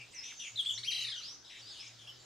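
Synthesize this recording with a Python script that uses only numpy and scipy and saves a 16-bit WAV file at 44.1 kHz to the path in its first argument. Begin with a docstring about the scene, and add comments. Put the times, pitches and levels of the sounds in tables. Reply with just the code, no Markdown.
"""Soft outdoor hiss, a low hum and a distant rasp come first, then thin whistles and buzzy slurs of small birds.
A near babbler in leafy branches gives short notes, then swoops up into a fast trill that sinks away; a churr falls.
Calls are harmonics on gliding pitches, coloured by throat or distance; the hiss is shaped noise, the hum two partials.
Branch echoes and a diffuse tail of foliage scatter every call between the left and right channels."""
import sys
import numpy as np
from scipy import signal
from scipy.fft import rfft, irfft
from scipy.io import wavfile
from scipy.ndimage import uniform_filter1d

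SR = 44100
rng = np.random.default_rng(int(sys.argv[2]) if len(sys.argv) > 2 else 0)


def master(y):
    """Save y as 16-bit WAV."""
    cut = np.clip(np.atleast_2d(y).T, -1, 1)
    pcm = np.round(cut * 32767)  # scale
    wavfile.write(sys.argv[1], SR, pcm.astype(np.int16))


N = 99225
T = np.arange(N) / SR  # s

# harmonics of the distant rasps and churr before distance dulls them: level_db
RASP_HARMONICS_DB = [-4, -18.5, -24]
# dulling of the rasps and churr by distance: frequency_hz, gain_db
DISTANCE_LOSS = [(6000, -0.5), (9500, -2), (11500, -21), (15000, -20)]
# harmonics of the small birds' whistles and slurs: level_db
WHISTLE_HARMONICS_DB = [0, -38.5]
RASP_EDGE_S, RASP_JITTER = 0.0071, .024  # fade length; rms pitch jitter as a share of the pitch


def amp(db):
    """Decibels to gain."""
    return 10 ** (np.asarray(db) / 20)


def unit(x):
    """Scales to rms 1."""
    return x / np.sqrt(np.mean(x ** 2) + 1e-20)


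def read(points, hz):
    """Reads a spectrum on a log-frequency axis."""
    f, value = np.transpose(points)
    return np.interp(np.log(hz + 1), np.log(f), value)


def drift(hz):
    """Smooth random wander of rms 1, up to about this rate."""
    lowpass = 1 + (np.fft.rfftfreq(N, 1 / SR) / hz) ** 4
    return unit(irfft(rfft(rng.standard_normal(N)) / lowpass, N))


def gate(start, end, edge):
    """Opens and closes smoothly, half open at the two times."""
    openness = np.minimum(T - start, end - T) / edge + .5
    return np.sin(np.pi / 2 * np.clip(openness, 0, 1)) ** 2


def contour(points, edge_s=.005):
    """Pitch and gain of one note from its curve, with the pitch corners rounded."""
    s, hz, db = np.transpose(points)
    pitch = uniform_filter1d(np.interp(T, s, hz), size=180)
    return pitch, amp(np.interp(T, s, db)) * gate(s[0], s[-1], edge_s)


def voice(hz, gain, harmonics_db, throat=None):
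    """Harmonics on one pitch, each weighted by the throat or distance response as it glides."""
    out, on = np.zeros(N), gain > 0
    turn = 2 * np.pi * np.cumsum(hz[on]) / SR
    for k, db in enumerate(harmonics_db, 1):
        colour = read(throat, k * abs(hz[on])) if throat else 0
        audible = k * hz[on] < SR / 2  # no harmonic folds over
        out[on] += amp(db + colour) * audible * np.sin(k * turn)
    return np.sqrt(2) * gain * out


def air():
    """Outdoor hiss: shaped noise with drifting patches, a varying treble and partly alike channels."""
    # colour of the hiss before patches and treble changes: frequency_hz, relative_density_db
    hiss_colour = [(25, -8), (80, -1), (170, -4), (310, 0), (480, -3.5), (1000, -5.5), (1600, -4),
                   (2500, -6), (3300, 0), (4100, -2), (5100, -1), (6600, -6), (8000, -15), (10000, -24),
                   (15500, -27)]
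    # left-right likeness of the hiss: frequency_hz, likeness_0_to_1
    hiss_same = [(30, 0.1), (110, 0.76), (300, 0.13), (700, 0.21), (3000, 0.64), (12000, 0.49)]
    # treble change, in full above 2 kHz: time_s, gain_db
    treble_level = [(0, -0.5), (1.25, 3.5), (1.41, -4.5), (1.6, 0.5), (2.02, 0), (2.25, -0.5)]
    level_db, patch_db = -57.5, 2  # overall rms; rms depth of the patches
    hz = np.fft.rfftfreq(1024, 1 / SR)
    a, b, c, d, patches = rng.standard_normal((N // 256 + 5, len(hz), 5)).T
    patches = uniform_filter1d(patches, size=10, axis=0)  # blur over frequency
    patches = unit(uniform_filter1d(patches, size=12, axis=1))  # blur over time
    same = np.clip(read(hiss_same, hz), -1, 1)[:, None]
    left = a + 1j * b
    right = same * left + np.sqrt(1 - same ** 2) * (c + 1j * d)
    z = np.array([left, right]) * amp(read(hiss_colour, hz)[:, None] + patch_db * patches)
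    frame_s = np.arange(a.shape[1]) * 256 / SR
    treble_db = np.interp(frame_s, *np.transpose(treble_level))
    z *= amp(treble_db * np.clip(hz / 1000 - 1, 0, 1)[:, None])  # eases in from 1 to 2 kHz
    hiss = signal.istft(z, nperseg=1024, noverlap=768)[1][:, :N]
    return amp(level_db) * unit(hiss)


def hum():
    """A low wavering hum of two harmonics that swells and fades."""
    # swelling of the hum before its harmonic weights: time_s, level_db
    hum_level = [(0, -59), (.14, -77), (.47, -84), (.55, -58), (.63, -74), (.8, -57.5), (.89, -70),
                 (1.09, -61), (1.18, -74.5), (1.55, -79), (1.64, -62.5), (1.73, -78), (1.89, -64),
                 (2.08, -64), (2.25, -69)]
    pitch_hz, waver = 117.6, 0.041  # waver: rms share of the pitch
    gain = amp(np.interp(T, *np.transpose(hum_level)))
    return voice(pitch_hz * (1 + waver * drift(20.7)), gain, [-1, -20])


def rasps():
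    """Fast runs of rasping strokes, each flicking up in pitch and sliding down more slowly."""
    # rasping runs further off, before flutter, dulling and foliage: start_s, length_s, first_pitch_hz,
    # last_pitch_hz, first_swing_hz and last_swing_hz (either side of the pitch), strokes_per_s, level_db
    rasp_runs = [(-.02, 0.043, 2680, 2443, 257, 278, 68, -47),
                 (0.132, 0.11, 2335, 2245, 520, 483, 118, -54.5),
                 (0.234, 0.09, 3228, 2907, 740, 946, 97, -50),
                 (.395, .088, 3330, 2560, 480, 600, 70, -44.5),
                 (1.212, 0.09, 2900, 3616, 483, 584, 108, -53.5),
                 (1.447, .18, 3640, 3378, 418, 630, 123, -54),
                 (1.499, 0.078, 2530, 2150, 684, 626, 76, -54),
                 (1.986, 0.072, 3280, 3220, 323, 295, 102, -56)]
    fall_share, pulse_db = 0.657, 1.5  # share of a stroke spent falling; louder at the top of the stroke
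    stumble_turns, flutter_db = .07, 1.8  # rms unevenness of the strokes; rms level flutter
    out, jitter, pace = np.zeros(N), drift(650), stumble_turns * drift(48.4)
    flutter = flutter_db * drift(123)
    for start, length, hz0, hz1, swing0, swing1, rate, db in rasp_runs:
        span = [start, start + length]
        turns = (T - start) * rate
        stroke = signal.sawtooth(2 * np.pi * (turns + pace), 1 - fall_share)
        hz = np.interp(T, span, [hz0, hz1]) + stroke * np.interp(T, span, [swing0, swing1])
        gain = amp(db + pulse_db * stroke + flutter) * gate(*span, RASP_EDGE_S)
        out += voice(hz * (1 + RASP_JITTER * jitter), gain, RASP_HARMONICS_DB, DISTANCE_LOSS)
    return out


def slurs():
    """Glides, mostly high, with a quick buzz and a rough jitter in their pitch."""
    # buzzy slurred whistles before the foliage, one curve each: time_s, pitch_hz, level_db
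    slur_curves = [
        [(.11, 6950, -66), (.14, 8520, -65)],
        [(.146, 6130, -51), (.18, 5370, -56), (.21, 5194, -58.5), (.243, 5845, -50), (.27, 6160, -52.5)],
        [(.365, 6610, -58), (.40, 5850, -50.5), (.428, 5820, -58), (.445, 6820, -61), (.484, 6670, -50),
         (.52, 6930, -94)],
        [(.60, 8540, -65), (.655, 7950, -61.5), (.725, 7020, -53.5), (.76, 5670, -49.5), (.797, 5490, -62)],
        [(.845, 5700, -52.5), (.905, 5977, -50), (.97, 5970, -60), (1.015, 6520, -53), (1.04, 6830, -68)],
        [(1.155, 6380, -60.5), (1.18, 5920, -53), (1.212, 5850, -66)],
        [(1.213, 3810, -51), (1.25, 4780, -49.5), (1.29, 5440, -51.5), (1.325, 6000, -55), (1.37, 6150, -67)],
        [(2.07, 5380, -60), (2.11, 5190, -65), (2.14, 5040, -73)],
        [(2.19, 7300, -72.5), (2.25, 7050, -67)],
        [(1.088, 5310, -71), (1.10, 5050, -51), (1.115, 4800, -54)],
    ]
    buzz_hz, buzz_swing, jitter = 179.7, 0.0085, 0.0242  # swing (peak) and jitter (rms): shares of the pitch
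    buzz_turns = np.cumsum(buzz_hz * (1 + 0.1594 * drift(50.0))) / SR
    buzz = 1 + buzz_swing * np.sin(2 * np.pi * buzz_turns) + jitter * drift(500)
    return sum(voice(hz * buzz, gain, WHISTLE_HARMONICS_DB) for hz, gain in map(contour, slur_curves))


def whistles():
    """Nearly pure gliding tones: a faint second harmonic and a slight pitch jitter."""
    # thin whistles of small birds before the foliage, one curve each: time_s, pitch_hz, level_db
    whistle_curves = [
        [(.18, 5220, -51), (.192, 5130, -42), (.225, 5400, -68), (.26, 6170, -55), (.30, 6300, -54),
         (.345, 6320, -55)],
        [(.314, 2590, -53), (.32, 1860, -60.5), (.329, 1150, -60)],
        [(1.45, 4860, -60), (1.458, 5180, -57.5), (1.467, 4900, -57)],
        [(1.487, 3970, -66), (1.503, 5470, -57), (1.53, 6220, -70)],
        [(1.525, 8600, -88), (1.58, 6700, -61.5), (1.598, 8300, -72)],
        [(1.594, 5000, -53), (1.605, 6080, -61.5), (1.622, 4700, -55), (1.637, 4450, -58.5), (1.665, 4850, -54),
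         (1.704, 5040, -53), (1.716, 4570, -50), (1.735, 4480, -73)],
        [(1.715, 6530, -69), (1.745, 6600, -61), (1.768, 6680, -66)],
        [(1.788, 4880, -56), (1.813, 5210, -46), (1.836, 6180, -67), (1.851, 6960, -62), (1.868, 4750, -54.5),
         (1.886, 7120, -55)],
        [(2.15, 5110, -65), (2.18, 4500, -70), (2.215, 4580, -66)],
    ]
    jitter = 1 + 0.0048 * drift(250)
    return sum(voice(hz * jitter, gain, WHISTLE_HARMONICS_DB) for hz, gain in map(contour, whistle_curves))


def babbler():
    """The near bird: throat-coloured notes, then a slowing trill that sinks slowly and flicks up again."""
    # short notes before throat and foliage, one curve each: time_s, pitch_hz, level_db
    note_curves = [
        [(.556, 3510, -49), (.562, 3996, -38), (.571, 4136, -39.5), (.577, 3343, -36), (.585, 3827, -35),
         (.596, 3323, -27.5), (.608, 3273, -33.5), (.616, 2710, -47)],
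        [(.650, 2040, -35), (.657, 2874, -44), (.662, 3318, -31.5), (.670, 3500, -31), (.686, 3497, -45.5),
         (.695, 3495, -28.5), (.702, 2820, -35), (.710, 3460, -32.5), (.723, 2590, -48)],
        [(.726, 3180, -57), (.736, 3580, -40.5), (.748, 3600, -49), (.758, 3640, -57)],
        [(.771, 1396, -45), (.783, 2140, -35), (.790, 2274, -39.5), (.798, 2150, -38)],
        [(2.067, 2200, -56), (2.071, 2880, -52.5), (2.075, 2640, -43), (2.079, 3346, -48), (2.089, 3315, -54.5),
         (2.097, 2987, -42), (2.109, 3030, -58), (2.116, 3090, -48), (2.121, 2850, -72)],
    ]
    # the trill: a swoop, then the base under the warble: time_s, pitch_hz, level_db
    trill_curve = [(.831, 1410, -50), (.837, 1970, -36.5), (.851, 2420, -34), (.867, 2880, -41),
                   (.883, 3250, -32.5), (.900, 3020, -38), (.909, 2520, -30), (.920, 1900, -33.5),
                   (.955, 1980, -33.5), (1.018, 1930, -35.5), (1.053, 1835, -34.5), (1.088, 1740, -38),
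                   (1.124, 1590, -40.5), (1.162, 1436, -43.5), (1.2, 1419, -46), (1.215, 1210, -57),
                   (1.233, 1203, -66)]
    # height of the warble above the base pitch: time_s, height_hz
    warble_height = [(.918, 0.5), (.930, 1290), (.965, 1240), (1.03, 1150), (1.066, 770), (1.10, 560),
                     (1.14, 390), (1.2, 68)]
    # harmonics at the voice organ, before the throat: level_db
    organ_harmonics_db = [-1, -1.5, -9.5, -2, -16, -26]
    # response of throat and bill: frequency_hz, gain_db
    throat_response = [(1000, 2), (1600, -21.5), (2300, -16.5), (3100, -1.5), (3900, -1), (4500, -9),
                       (5400, -18.5), (6800, -31.5), (8800, -26.5), (12500, -30), (14500, -56),
                       (16000, -56)]
    jitter = 1 + .008 * drift(500)  # share of the pitch
    flutter = amp(.8 * drift(138))  # dB rms
    warble_hz, slowing_hz_per_s, crest_s = 32.3, 35, .932  # rate at the first crest; its slowing; crest time
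    point, lag_turns = 1.15, .13  # sharpness of the crests; how late the trough comes
    crest_dip_db = -1  # level change at the top of the tallest warble
    rattle_hz, rattle_depth = 170, .25  # mean rate; gain swing where the warble is tallest

    base, gain = contour(trill_curve)
    t = T - crest_s
    turns = (warble_hz - slowing_hz_per_s * t / 2) * t
    lagged = turns - lag_turns * np.sin(np.pi * turns) ** 2
    # the sinking pitch dips the second harmonic into the throat resonance
    warble = abs(np.cos(np.pi * lagged)) ** (2 * point)
    swing = np.interp(T, *np.transpose(warble_height))
    depth = swing / swing.max()
    rattle_turns = np.cumsum(rattle_hz * (1 + 0.17 * drift(53.3))) / SR
    rattle = 1 + rattle_depth * depth * np.sin(2 * np.pi * rattle_turns)
    trill = base + warble * swing, gain * rattle * amp(crest_dip_db * warble * depth)
    calls = [*map(contour, note_curves), trill]
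    return sum(voice(hz * jitter, g * flutter, organ_harmonics_db, throat_response) for hz, g in calls)


def churr():
    """One falling call whose pitch swings evenly up and down, loudest at the foot of each stroke."""
    # the churr before dulling and foliage: time_s, lowest_pitch_hz, sweep_above_hz, strokes_per_s, level_db
    churr_curve = [(1.666, 3570, 608, 130, -51), (1.715, 3307, 1106, 119, -49),
                   (1.752, 3030, 1602, 110, -48.5), (1.79, 2740, 1595, 95, -47.5),
                   (1.836, 2213, 1795, 85, -49), (1.879, 2257, 1470, 106, -51)]
    top_db = -4  # level at the top of a stroke against its foot
    s, low, sweep, rate, db = np.transpose(churr_curve)
    turns = np.cumsum(np.interp(T, s, rate) * (T > s[0])) / SR
    rise = np.sin(np.pi * turns) ** 2
    hz = np.interp(T, s, low) + rise * np.interp(T, s, sweep)
    hz = hz * (1 + RASP_JITTER * drift(700))
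    gain = amp(np.interp(T, s, db) + top_db * rise) * gate(s[0], s[-1], RASP_EDGE_S)
    return voice(hz, gain, RASP_HARMONICS_DB, DISTANCE_LOSS)


def place(x, pan_db, wet_db, echo_db, likeness):
    """Direct sound, branch echoes and a diffuse tail from the leaves; positive pan leans left."""
    # echoes off near branches, gains before echo_db: delay_s, left_gain, right_gain
    branch_echoes = [(.0031, 0.17, -0.11), (.0071, -0.29, -0.1), (.0089, -0.13, -0.088),
                     (0.0138, 0.26, 0.17), (0.023, 0.16, 0.021), (0.027, 0.079, 0.065)]
    # decay of the foliage beneath the stronger early leaves: frequency_hz, t60_s
    foliage_decay = [(1500, 0.35), (3300, 0.41), (6000, 0.84), (13000, 0.14)]
    # small leaves scatter the treble most: frequency_hz, gain_db
    leaf_scatter = [(6000, 0), (9000, 6), (12000, 8)]
    near_db, near_s, onset_s = 6, 0.039, 0.0034  # near leaves over the late tail, their decay; tail's rise
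    # sparse random reflections, half a second long
    a, b = rng.standard_normal((2, SR // 2)) * (rng.random((2, SR // 2)) < .1)
    same = np.clip(likeness, 0, 1)
    hz, t, z = signal.stft([a, same * a + np.sqrt(1 - same ** 2) * b], SR, nperseg=256)
    swell = np.minimum(t / onset_s, 1) * (1 + amp(near_db) * np.exp(-t / near_s))
    decay = np.exp(-np.log(1000) * t / read(foliage_decay, hz)[:, None])
    tail = signal.istft(z * swell * decay, SR, nperseg=256)[1]
    tail *= amp(wet_db) / np.linalg.norm(tail[0])  # wet level, before the treble scatter
    tail = irfft(rfft(tail) * amp(read(leaf_scatter, np.fft.rfftfreq(tail.shape[1], 1 / SR))))
    for delay, left, right in branch_echoes:
        tail[:, round(delay * SR)] += amp(echo_db) * np.array([left, right])
    direct = x * amp([[pan_db / 2], [-pan_db / 2]])
    return direct + signal.fftconvolve(x[None], tail, axes=1)[:, :N]


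def scene():
    """Places each bird in the leaves over the hiss and hum, which reach the microphone directly."""
    return (place(babbler(), pan_db=2.5, wet_db=-4, echo_db=5, likeness=0.84)
            + place(rasps(), pan_db=4.5, wet_db=-2.5, echo_db=1, likeness=0.95)
            + place(churr(), pan_db=4.5, wet_db=-3.5, echo_db=1, likeness=1.0)
            + place(whistles(), pan_db=0.5, wet_db=-5.5, echo_db=-1, likeness=0.31)
            + place(slurs(), pan_db=-5, wet_db=-1.5, echo_db=4, likeness=0.16)
            + air() + hum())


def record(dry):
    """The recorder's band limit: a steep low-pass."""
    cut_hz = 15700
    lowpass = signal.firwin(511, cut_hz, window=("kaiser", 9), fs=SR)
    return signal.oaconvolve(dry, lowpass[None], "same")


dry = scene()
out = record(dry)
master(out)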